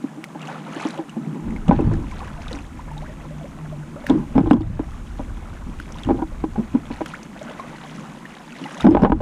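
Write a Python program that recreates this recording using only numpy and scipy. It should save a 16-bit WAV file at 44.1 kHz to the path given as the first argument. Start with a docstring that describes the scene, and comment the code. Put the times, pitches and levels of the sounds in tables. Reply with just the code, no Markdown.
"""Kayak on a calm river

A paddler drives a plastic kayak; the microphone is fixed to the deck. Slaps and knocks ring decaying
hull and deck modes, flow keeps the modes sounding, water washes past as bubbly noise and sprays as fizz,
bubbles plop as gliding sines, droplets snap, a fitting ticks. Low noise buffets the microphone as wind,
a hum comes and goes over faint hiss, and a limiter ducks everything under the loudest blows."""
import sys
import numpy as np
from scipy import signal
from scipy.fft import rfft, irfft
from scipy.io import wavfile

SR = 44100
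rng = np.random.default_rng(int(sys.argv[2]) if len(sys.argv) > 2 else 0)


def transcribe(u):
    """Save the signal u as a 16-bit wav file named by the first command-line argument.

    u: samples, shape (n,) or (channels, n), limited to [-1, 1]; the rate is SR.
    q: integer samples, one column per channel.
    """
    v = np.clip(np.atleast_2d(u).T, -1, 1)
    q = np.round(v * 32767).astype(np.int16)
    wavfile.write(sys.argv[1], SR, q)


N = 406161


def from_db(db):
    """Amplitude ratio of a level in dB."""
    return 10 ** (np.asarray(db) / 20)


def rms_one(x):
    """Scales x to rms 1."""
    return x / np.sqrt(np.mean(x ** 2) + 1e-20)


def peak_one(rows):
    """Scales each row to peak 1."""
    return rows / np.abs(rows).max(axis=1, keepdims=True)


def place(times_s, rows):
    """Adds one row of sound at each time."""
    out = np.zeros(N + rows.shape[1])
    for s, row in zip(times_s, rows):
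        start = round(s * SR)
        out[start:start + len(row)] += row
    return out[:N]


def drift(corner_hz):
    """Slow random signal of rms 1: noise through two equal poles, made at SR / 40."""
    r = np.exp(-2 * np.pi * corner_hz * 40 / SR)
    noise = rng.standard_normal(N // 40 + 2002)
    slow = signal.lfilter([1], [1, -2 * r, r * r], noise)[2000:]   # settled part
    return np.interp(np.arange(N) / 40, np.arange(len(slow)), rms_one(slow))


def ring(push, hz, t60_s):
    """Two-pole resonator: a unit click starts a decaying sine of height 1."""
    r, w = from_db(-60 / (t60_s * SR)), 2 * np.pi * hz / SR
    return signal.lfilter([0, np.sin(w)], [1, -2 * r * np.cos(w), r * r], push + 1e-18)


def colour(x, response):
    """Filters x by (frequency [Hz], gain [dB]), -90 dB outside; rms 1."""
    hz, db = np.transpose(response)
    log_hz = np.log(np.arange(N // 2 + 1) * SR / N + 1)
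    gain_db = np.interp(log_hz, np.log(hz), db, left=-90, right=-90)
    return rms_one(irfft(rfft(x) * from_db(gain_db), N))


def swells(calm_db, start_s, hold_s, peak_db, rise_db_per_s, fall_db_per_s):
    """Level in dB: events climb to a peak by start_s, hold and sink; powers add to the calm level."""
    t = np.arange(0, N, 32)[None] / SR
    columns = (start_s, hold_s, peak_db, rise_db_per_s, fall_db_per_s)
    start, hold, peak, rise, fall = (np.reshape(v, (-1, 1)) for v in columns)
    db = peak - rise * np.maximum(start - t, 0) - fall * np.maximum(t - start - hold, 0)
    power = (from_db(np.maximum(db, -200)) ** 2).sum(axis=0)
    return 10 * np.log10(np.interp(np.arange(N) / SR, t[0], power) + from_db(calm_db) ** 2)


def plops(times_s, level_db, hz, t60_s, rise_oct_per_s):
    """Bubbles: sines whose pitch glides ever faster, losing the same share every cycle."""
    t = np.arange(SR // 7) / SR
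    pitch_hz = np.minimum(hz * 2 ** (rise_oct_per_s * t * (1 + t / 0.034)), SR / 5)
    cycles = np.cumsum(pitch_hz, axis=1) / SR
    burst = rng.standard_normal(cycles.shape) * np.exp(-t / 0.0036)
    tick = signal.lfilter([.4], [1, -.6], burst)   # born with a dull tick
    fade = from_db(-60 * cycles / (hz * t60_s)) * (1 - np.exp(-t * hz / 0.69))
    return place(times_s, from_db(level_db) * (np.sin(2 * np.pi * cycles) * fade + 0.15 * tick))


def grains(per_s, low_hz, high_hz, t60_cycles, spread_db):
    """Tiny bubbles burst at random, in clumps, and ring a few cycles; rms 1."""
    sizes = from_db(spread_db * np.minimum(rng.exponential(1, N), 5)) * rng.choice([-1, 1], N)
    born = rng.random(N) < per_s * from_db(3.5 * drift(12)) / SR
    pitches_hz = np.geomspace(low_hz, high_hz, 16)
    dealt = rng.integers(0, 16, N)
    return rms_one(sum(ring(sizes * born * (dealt == k), hz, t60_cycles / hz)
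                       for k, hz in enumerate(pitches_hz)))


def cracks(rows, top_hz):
    """Droplets (time [s], peak [dB], pitch [Hz]): a brief crack, its noise band up to top_hz, plus a ring."""
    s, peak_db, pitch_hz = np.transpose(rows)
    t = np.arange(SR // 20) / SR
    crack = rng.standard_normal((len(s), len(t))) * np.exp(-t / 0.0034)
    broad = signal.sosfilt(signal.butter(4, [1800, top_hz], "band", fs=SR, output="sos"), crack)
    rings = peak_one(np.array([ring(c, hz, 20 / hz) for c, hz in zip(crack, pitch_hz)]))
    return place(s, from_db(peak_db)[:, None] * peak_one(0.4 * peak_one(broad) + rings))


# low hull modes: (frequency [Hz], relative level [dB], t60 [s])
HULL_MODES = [(161.4, -11.5, 0.18), (198.6, -5, 0.04), (228.2, 5, 0.042), (280, 5, 0.067), (315, 5, 0.088),
              (400, -3.5, 0.043)]
# blows of water and gear: (time [s], hull peak [dB], air pocket pitch [Hz], push time scale [s],
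# deck peak [dB])
BLOWS = [(0.04, -13.5, 254, 0.0033, -25), (0.172, -26, 305, 0.0063, -36), (0.349, -29.5, 299, 0.009, -26),
         (.763, -19.5, 385, 0.0035, -40.5), (0.852, -10.5, 315, 0.0027, -35),
         (0.988, -17, 331, 0.0055, -21), (1.165, -16, 226, 0.0093, -31), (1.265, -16, 155, 0.0045, -50),
         (1.355, -19.5, 181, 0.0076, -34), (1.449, -20, 214.6, 0.032, -49), (1.518, -19, 212, 0.012, -41),
         (1.68, -3.5, 174.6, 0.017, -17), (1.693, 3.5, 233, 0.0035, -12), (1.711, -2.5, 264, 0.012, 3.5),
         (1.729, -28, 270, 0.0045, -19), (1.748, -19, 200, 0.0089, -18), (1.79, -5, 351, 0.0061, -11),
         (1.818, -10, 304, 0.0029, -19), (1.871, -11.5, 168, 0.0031, -27), (1.913, -18, 340, 0.011, -20.5),
         (1.974, -23.5, 337, 0.012, -39), (2.528, -26, 286.3, 0.02, -26), (4.096, 0, 258, 0.015, -12),
         (4.137, -9.5, 302, 0.011, -32), (4.353, -4, 248, 0.01, -16.5), (4.38, -1, 264, 0.0058, -1.5),
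         (4.403, -4, 188, 0.0037, -16), (4.429, -14, 346, 0.013, -37), (4.46, -25, 326, .006, -17),
         (4.47, -13, 338, 0.0034, -12), (4.51, 5.5, 291, 0.0034, -2), (4.532, 6, 233, 0.007, -8),
         (4.567, -15, 315, 0.0047, -19), (4.605, -11.5, 313, 0.0029, -24), (4.794, -10, 352, 0.0045, -14),
         (5.194, -18.5, 266, 0.0053, -20.5), (6.067, -14, 262, 0.011, -35), (6.089, -11, 260.6, 0.02, -10),
         (6.106, -6, 373, 0.0042, -10), (6.143, -14.5, 356, 0.0073, -24), (6.176, -19, 258, 0.01, -27),
         (6.19, -23, 302, 0.0049, -22.5), (6.22, -13, 315, 0.0028, -16.5), (6.439, -10.5, 340, 0.0013, -14),
         (6.558, -43, 300, 0.0014, -20.5), (6.576, -12, 214.7, 0.012, -26), (6.586, -13, 234.6, 0.012, -48),
         (6.737, -13, 250, 0.014, -34), (6.748, -4, 241, 0.004, -19), (6.903, -19.5, 237, 0.0068, -22.5),
         (7.008, -17.5, 315, 0.0037, -14), (8.603, -24.5, 269, 0.02, -51), (8.843, 5, 231.7, 0.0087, -11.5),
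         (8.867, 7, 210, 0.0037, 7), (8.884, 7.5, 300, 0.0036, -39), (8.907, 1, 350, 0.013, -14),
         (8.949, 4, 290, 0.0013, 7.5), (8.969, -5, 318, 0.003, 5.5), (8.994, -14, 296, 0.0091, -10.5),
         (9.02, 7, 192, 0.011, -7), (9.035, 7, 245, 0.0027, 2), (9.048, -12.5, 174, 0.011, 10),
         (9.057, -28, 194, 0.007, 4), (9.067, -23, 200, 0.0042, -3.5), (9.097, 0.5, 200, 0.0021, -7.5),
         (9.12, 3, 315, 0.0034, 4), (9.204, -0.5, 462, 0.0053, -12)]


def thumps():
    """An air pocket squeezed on the hull pulses at its own pitch and drives the low modes near it."""
    s, peak_db, pocket_hz, push_s, _ = np.transpose(BLOWS)[:, :, None]
    t = np.arange(SR // 4) / SR
    age = t / np.clip(push_s, .001, .06)
    rough = rng.standard_normal((len(BLOWS), len(t)))
    push = (np.sin(2 * np.pi * pocket_hz * t) + 6.36 * rough) * age ** 0.88 * np.exp(-age)
    rings = sum(ring(push, hz, t60_s) * from_db(db - 62 * np.log2(hz / pocket_hz) ** 2)
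                for hz, db, t60_s in HULL_MODES)
    return place(s[:, 0], from_db(peak_db) * peak_one(rings))


# upper deck modes: (frequency [Hz], relative level [dB], t60 [s])
DECK_MODES = [(486, 0.5, 0.051), (620, 14.5, 0.017), (820.6, 15, 0.049), (971.4, 15, 0.028),
              (1253, -1.5, 0.037), (1490, 5, 0.021), (2200, 2.5, 0.01), (2870, -2.5, 0.012),
              (3400, -1.5, 0.01)]


def taps():
    """First contact, then a dying patter of soft clicks, rings the deck; wet and flexed, its pitch varies."""
    s, _, _, push_s, peak_db = np.transpose(BLOWS)[:, :, None]
    patter_s = (.006 + .9 * push_s) * np.exp(-.025 * (peak_db + 18.5))   # harder blows are crisper
    t = np.arange(SR // 6) / SR
    shape = (len(s), len(t))
    clicks = rng.standard_normal(shape) * (rng.random(shape) < 1000 / SR)   # 1000 clicks per s
    clicks[:, 0] = 1.2   # first contact
    soft = np.exp(-2 * np.pi * 1800 / SR)   # wet contact: little treble
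    clicks = clicks * np.exp(-t / np.clip(patter_s, .001, .05))
    patter = signal.lfilter([1], [1, -2 * soft, soft ** 2], clicks)
    rings = sum(ring(patter, hz, t60_s) * from_db(db + rng.normal(0, 2.5, s.shape))
                for hz, db, t60_s in DECK_MODES)
    rings = np.array([np.interp(t * rng.uniform(.96, 1.04), t, row) for row in rings])
    rings = signal.sosfilt(signal.butter(4, 3900, fs=SR, output="sos"), rings)   # just over the top mode
    return place(s[:, 0], from_db(peak_db) * peak_one(rings))


def thrown_droplets():
    """Each blow throws a dull droplet, louder after a harder deck blow."""
    pitch_hz = 3420 * rng.uniform(.8, 1.05, len(BLOWS))
    rows = [(blow[0], -42.5 + 0.4 * blow[-1], hz) for blow, hz in zip(BLOWS, pitch_hz)]
    return cracks(rows, top_hz=3900)


# small metal fitting on the deck: (frequency [Hz], relative level [dB], t60 [s])
FITTING_MODES = [(3400, 4.5, .012), (5160, 5.5, 0.033), (6240, -1.5, .018)]
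# its rattles under hard blows: (time [s], peak [dB])
RATTLES = [(4.379, -36), (4.532, -33), (8.868, -31), (8.908, -27), (8.951, -38), (9.035, -32), (9.048, -36),
           (9.121, -44)]


def ticks():
    """A brief noise touch rings the fitting's modes."""
    s, peak_db = np.transpose(RATTLES)
    t = np.arange(SR // 10) / SR
    touch = rng.standard_normal((len(s), len(t))) * np.exp(-t / .0006)
    rings = sum(ring(touch, hz, t60_s) * from_db(db) for hz, db, t60_s in FITTING_MODES)
    return place(s, from_db(peak_db)[:, None] * peak_one(rings))


# lurches of the boat: (peak start [s], hold [s], drag level [dB], wind level [dB])
LURCHES = [(0.49, 0.45, -38, -85), (1.163, 0.45, -31, -77), (1.695, 0.19, -21, -15.5),
           (4.098, 0.074, -24.5, -29), (4.362, 0.34, -49, -20), (6.066, 0.018, -31, -26),
           (8.868, 0.27, -18, -18)]
LURCH_RISE_DB_PER_S = 490


def drag():
    """Turbulent flow along the hull keeps its low modes and the deck modes below 1400 Hz sounding."""
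    s, hold_s, peak_db, _ = np.transpose(LURCHES)
    level_db = swells(-38, s, hold_s, peak_db, LURCH_RISE_DB_PER_S, fall_db_per_s=96.5)
    flow = rng.standard_normal(N) * from_db(1.5 * drift(10))
    hull = sum(ring(flow, hz, t60_s) * from_db(1.84 * db - 41.0 * np.log2(hz / 200) + drift(7.8))
               for hz, db, t60_s in HULL_MODES)
    deck = sum(ring(flow, hz, t60_s) * from_db(1.5 * db) for hz, db, t60_s in DECK_MODES if hz < 1400)
    return from_db(level_db) * (rms_one(hull) + from_db(-19) * rms_one(deck))


# splashes and trickles off the blades: (peak time [s], wash level [dB], spray level [dB],
# rise [dB/s], fall [dB/s])
SPLASHES = [(0.489, -34.5, -48, 131.5, 53), (0.859, -31.5, -37.5, 93.5, 139), (1.72, -34.5, -45, 296, 59.5),
            (2.201, -42, -49.5, 58, 43.5), (2.541, -46, -45.5, 63, 98.5), (4.092, -35.5, -47, 211, 303.5),
            (4.381, -46.5, -66, 156.5, 84), (4.521, -41.5, -63, 145.5, 53.5), (5.17, -65.5, -55.5, 84, 79),
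            (6.021, -51.5, -48, 42, 118.5), (6.93, -45, -51, 122.5, 36), (7.099, -50, -45, 53, 118.5),
            (7.501, -40.5, -50, 66.5, 31.5), (7.88, -45, -49, 25.5, 12), (8.652, -44, -46, 39, 34.5),
            (8.82, -37.5, -40.5, 52, 138), (8.922, -31, -70, 249.5, 121), (9.052, -31.5, -61.5, 384.5, 599)]
# wash filter: (frequency [Hz], gain [dB])
WASH_RESPONSE = [(240, -52), (400, 1), (515, -5.5), (773, -3), (1050, -1.5), (1420, -0.5), (1830, -4),
                 (3700, -12), (4700, -20), (6500, -33.5), (9900, -120)]


def wash():
    """Ringing bubble grains plus noise swell with each splash; gurgles follow the level."""
    s, peak_db, _, rise, fall = np.transpose(SPLASHES)
    level_db = swells(-47.5, s, 0, peak_db, rise, fall)
    bubbly = grains(2200, 520, 3800, t60_cycles=28, spread_db=4) + rng.standard_normal(N)
    return from_db(level_db + drift(8)) * colour(bubbly, WASH_RESPONSE) + gurgles(level_db)


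def gurgles(wash_db):
    """Larger bubbles rise at random, more often in strong wash, and glide upward."""
    when, size, pitch, glide = np.transpose(rng.random((420, 4)))[:, :, None]
    share = np.cumsum(from_db(np.minimum(wash_db, -38)))
    times_s = np.interp(when[:, 0], share / share[-1], np.arange(N) / SR)
    hz = 480 * 2 ** (2.6 * pitch)
    level_db = wash_db[(times_s * SR).astype(int), None] + 8 - 12 * size - 6 * pitch
    return plops(times_s, level_db, hz, 36 / hz, rise_oct_per_s=16 * glide ** 2)


# spray filter: (frequency [Hz], gain [dB])
SPRAY_RESPONSE = [(1200, -10.5), (2000, 5), (3300, 3), (4700, -1.5), (6500, 1.5), (8500, -6), (10500, 0),
                  (12000, -71), (15000, -29.5)]


def spray():
    """Fine fizz of high grains plus noise swells with each splash; drops follow the level."""
    s, _, peak_db, rise, fall = np.transpose(SPLASHES)
    level_db = swells(-58.5, s, 0, peak_db, rise, fall)
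    fizz = grains(2600, 1500, 11000, t60_cycles=20, spread_db=4.5) + .5 * rng.standard_normal(N)
    return from_db(level_db + 1.5 * drift(25)) * colour(fizz, SPRAY_RESPONSE) + drops(level_db)


def drops(spray_db):
    """Small drops patter at random moments and pitches, louder where the spray is strong."""
    when, size, pitch, life = np.transpose(rng.random((700, 4)))[:, :, None]
    times_s = when[:, 0] * (N - 1) / SR
    hz = 900 * 2 ** (3 * pitch ** 1.4)
    level_db = spray_db[(times_s * SR).astype(int), None] + 19 - 14 * size - 9 * pitch
    return plops(times_s, level_db, hz, (15 + 45 * life) / hz, rise_oct_per_s=hz / 250)


# bubbles and drops that stand out: (time [s], level [dB], starting pitch [Hz],
# t60 at starting pitch [s], initial pitch rise [octaves/s])
BUBBLES = [(.241, -7.5, 2200, 0.0033, -11), (.48, -27.5, 756, 0.1, 2.5), (.798, -30, 700, 0.023, 4),
           (.975, -27, 570, 0.14, -1.5), (1.563, -26, 2200, 0.019, -8), (2.12, -32, 1060, 0.097, -6),
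           (2.215, -31.5, 723, 0.24, 14), (2.205, -28, 1165, 0.065, -12), (2.275, -26, 990, 0.022, 14),
           (2.385, -33, 675, 0.097, 0.5), (2.468, -28, 1150, 0.041, 28), (2.511, -24, 503, 0.068, -1),
           (2.792, -28, 910, 0.059, 17), (2.876, -35.5, 555, 0.086, 1), (2.881, -38, 1000, .12, -1),
           (2.914, -27.5, 870, 0.058, 4), (2.965, -35.5, 810, 0.25, 3.5), (3.02, -34, 598, 0.17, 1),
           (3.022, -34.5, 694, 0.28, 18.5), (3.061, -35, 1470, .08, 22), (3.097, -42, 1900, 0.053, -2),
           (3.09, -37.5, 608, 0.2, 1), (3.308, -31.5, 568, 0.1, 2.5), (3.41, -32, 696, 0.1, -3),
           (3.441, -28, 505, 0.12, 13), (3.725, -27.5, 640, 0.081, -4), (3.96, -30.5, 547, 0.15, 4.5),
           (4.042, -24.5, 587, 0.051, -1), (4.067, -8, 1710, 0.0058, 10), (4.832, -35, 690, 0.078, 20),
           (4.878, -39, 688, 0.11, 20), (4.917, -40, 1150, 0.073, 24), (5.103, -42, 1490, .08, -8),
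           (5.303, -40, 1110, .07, 8), (5.8, -17, 1440, 0.012, 11), (7.061, -11.5, 1400, 0.0045, 22),
           (7.137, -22.5, 1243, 0.071, 45), (7.49, -34, 556, 0.32, 20.5), (7.414, -24, 585, 0.06, 8),
           (7.596, -23.5, 1064, 0.073, 0.5), (8.64, -25.5, 2820, 0.024, 4), (8.655, -26.5, 840, 0.083, 1),
           (8.254, -23, 1830, 0.019, 0), (8.803, -20, 1240, 0.024, 11)]


def bubbles():
    """Single bubbles plop as dying, gliding sines."""
    s, *settings = np.transpose(BUBBLES)[:, :, None]
    return plops(s[:, 0], *settings)


# flying droplets that stand out: (time [s], peak [dB], pitch [Hz])
SNAPS = [(.416, -30.5, 3200), (.427, -32, 2680), (0.4575, -38, 4330), (.472, -28.5, 2820),
         (.747, -35, 6900), (.8855, -34, 7250), (.906, -27.5, 4100), (.976, -33, 2920),
         (1.094, -30.5, 2980), (1.506, -33, 2100), (1.6815, -26.5, 2900), (1.808, -29, 2600),
         (1.936, -27, 1730), (2.113, -31, 2200), (2.192, -33.5, 4170), (2.55, -28.5, 2320),
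         (2.557, -33.5, 5540), (.8011, -24, 2420), (2.4813, -28, 3680), (2.529, -24.5, 4050),
         (2.588, -32, 2520), (2.9787, -33.5, 3800), (4.0646, -31, 2690), (4.081, -39, 6000),
         (4.0978, -21, 3600), (4.473, -39, 3540), (4.503, -36, 3800), (4.5095, -22.5, 2870),
         (4.532, -22, 3350), (4.567, -39, 3500), (4.608, -39.5, 4600), (4.617, -36.5, 3480),
         (5.922, -32, 5740), (5.9847, -32, 3680), (6.034, -26, 3300), (6.048, -31, 2700),
         (7.059, -27.5, 3180), (7.152, -33, 2310), (7.23, -32.5, 6200), (7.392, -34.5, 3830),
         (7.429, -33, 6640), (7.498, -34, 3400), (7.6, -39, 4200), (8.522, -31, 2530), (8.7764, -30, 3300),
         (8.807, -20, 3550), (8.908, -33, 2950), (9.02, -31, 5500)]


def snaps():
    """Droplets snap on water and deck: bright cracks with short rings."""
    return cracks(SNAPS, top_hz=8200)


# wind noise spectrum: (frequency [Hz], relative density [dB/Hz])
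WIND_SPECTRUM = [(18, -5), (32, -2.5), (60, -1.5), (100, -0.5), (140, -2), (250, -21)]
# wind between the lurches: (time [s], level [dB])
BREEZE = [(0, -72), (1.39, -59), (1.45, -29.5), (2.1, -31), (3.5, -38.5), (4.05, -44.5), (4.4, -34.5),
          (5.4, -29.5), (6.04, -39.5), (6.3, -33), (7.05, -39), (7.1, -48), (8.0, -57.5), (8.8, -65.5),
          (9.05, -16.5)]


def wind():
    """Lumpy noise pressure on the microphone port jumps at lurches; light air only rocks it slowly."""
    s, hold_s, _, peak_db = np.transpose(LURCHES)
    gust_db = swells(-120, s, hold_s, peak_db, LURCH_RISE_DB_PER_S, fall_db_per_s=77.5)
    lumpy = colour(rng.standard_normal(N), WIND_SPECTRUM) * from_db(drift(1.0))
    slow = signal.sosfilt(signal.butter(2, 56.5, fs=SR, output="sos"), lumpy)
    breeze_db = np.interp(np.arange(N) / SR, *np.transpose(BREEZE))
    return from_db(gust_db) * rms_one(lumpy) + from_db(breeze_db) * rms_one(slow)


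# swells of the hum: (peak start [s], hold [s], level [dB])
HUMS = [(2.332, 0.047, -39), (2.935, 0.045, -34), (3.276, 0.11, -36), (3.63, 0.18, -33)]


def hum():
    """A low sine comes and goes, its pitch wavering slightly."""
    level_db = swells(-120, *np.transpose(HUMS), rise_db_per_s=182, fall_db_per_s=99)
    pitch_hz = 151.5 * (1 + 0.0094 * drift(1.96))
    return np.sqrt(2) * from_db(level_db) * np.sin(2 * np.pi * np.cumsum(pitch_hz) / SR)


# hiss spectrum: (frequency [Hz], relative density [dB/Hz])
HISS_SPECTRUM = [(1470, -10), (2500, -10.5), (3640, -14), (4550, -16.5), (5880, -12.5), (6580, -10),
                 (9010, -13), (14200, -22), (15000, -16)]


def hiss():
    """Steady coloured noise."""
    return from_db(-57.5) * colour(rng.standard_normal(N), HISS_SPECTRUM)


def scene():
    """The recorder's wind filter cuts boat and water below about 130 Hz; wind, hum and hiss are added."""
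    boat = thumps() + taps() + thrown_droplets() + ticks() + drag()
    water = wash() + spray() + bubbles() + snaps()
    wind_filter = signal.butter(7, 132.6, "high", fs=SR, output="sos")
    return (signal.sosfiltfilt(wind_filter, boat + water) + wind() + hum() + hiss())[None]


def roll_off(x):
    """The treble ends steeply here."""
    return signal.sosfilt(signal.butter(12, 15190, fs=SR, output="sos"), x)


def record(dry):
    """A limiter ducks loud blows and lets go slowly; peaks are rounded, the covered port dulls the top."""
    limit_db, overshoot_fall_db_per_s, smoothing_s = -3.5, 25, 0.0037
    over_db = np.maximum(20 * np.log10(np.abs(dry[0]) + 1e-9) - limit_db, 0)
    slope_db = overshoot_fall_db_per_s * np.arange(N) / SR
    held_db = np.maximum.accumulate(over_db + slope_db) - slope_db
    r = np.exp(-1 / (smoothing_s * SR))
    ducked = dry * from_db(-.7 * signal.lfilter([1 - r], [1, -r], held_db))
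    rounded = 0.93 * np.tanh(ducked / 0.95)
    port = signal.butter(1, 11000, fs=SR, output="sos")
    return roll_off(signal.sosfilt(port, rounded))


dry = scene()
out = record(dry)
transcribe(out)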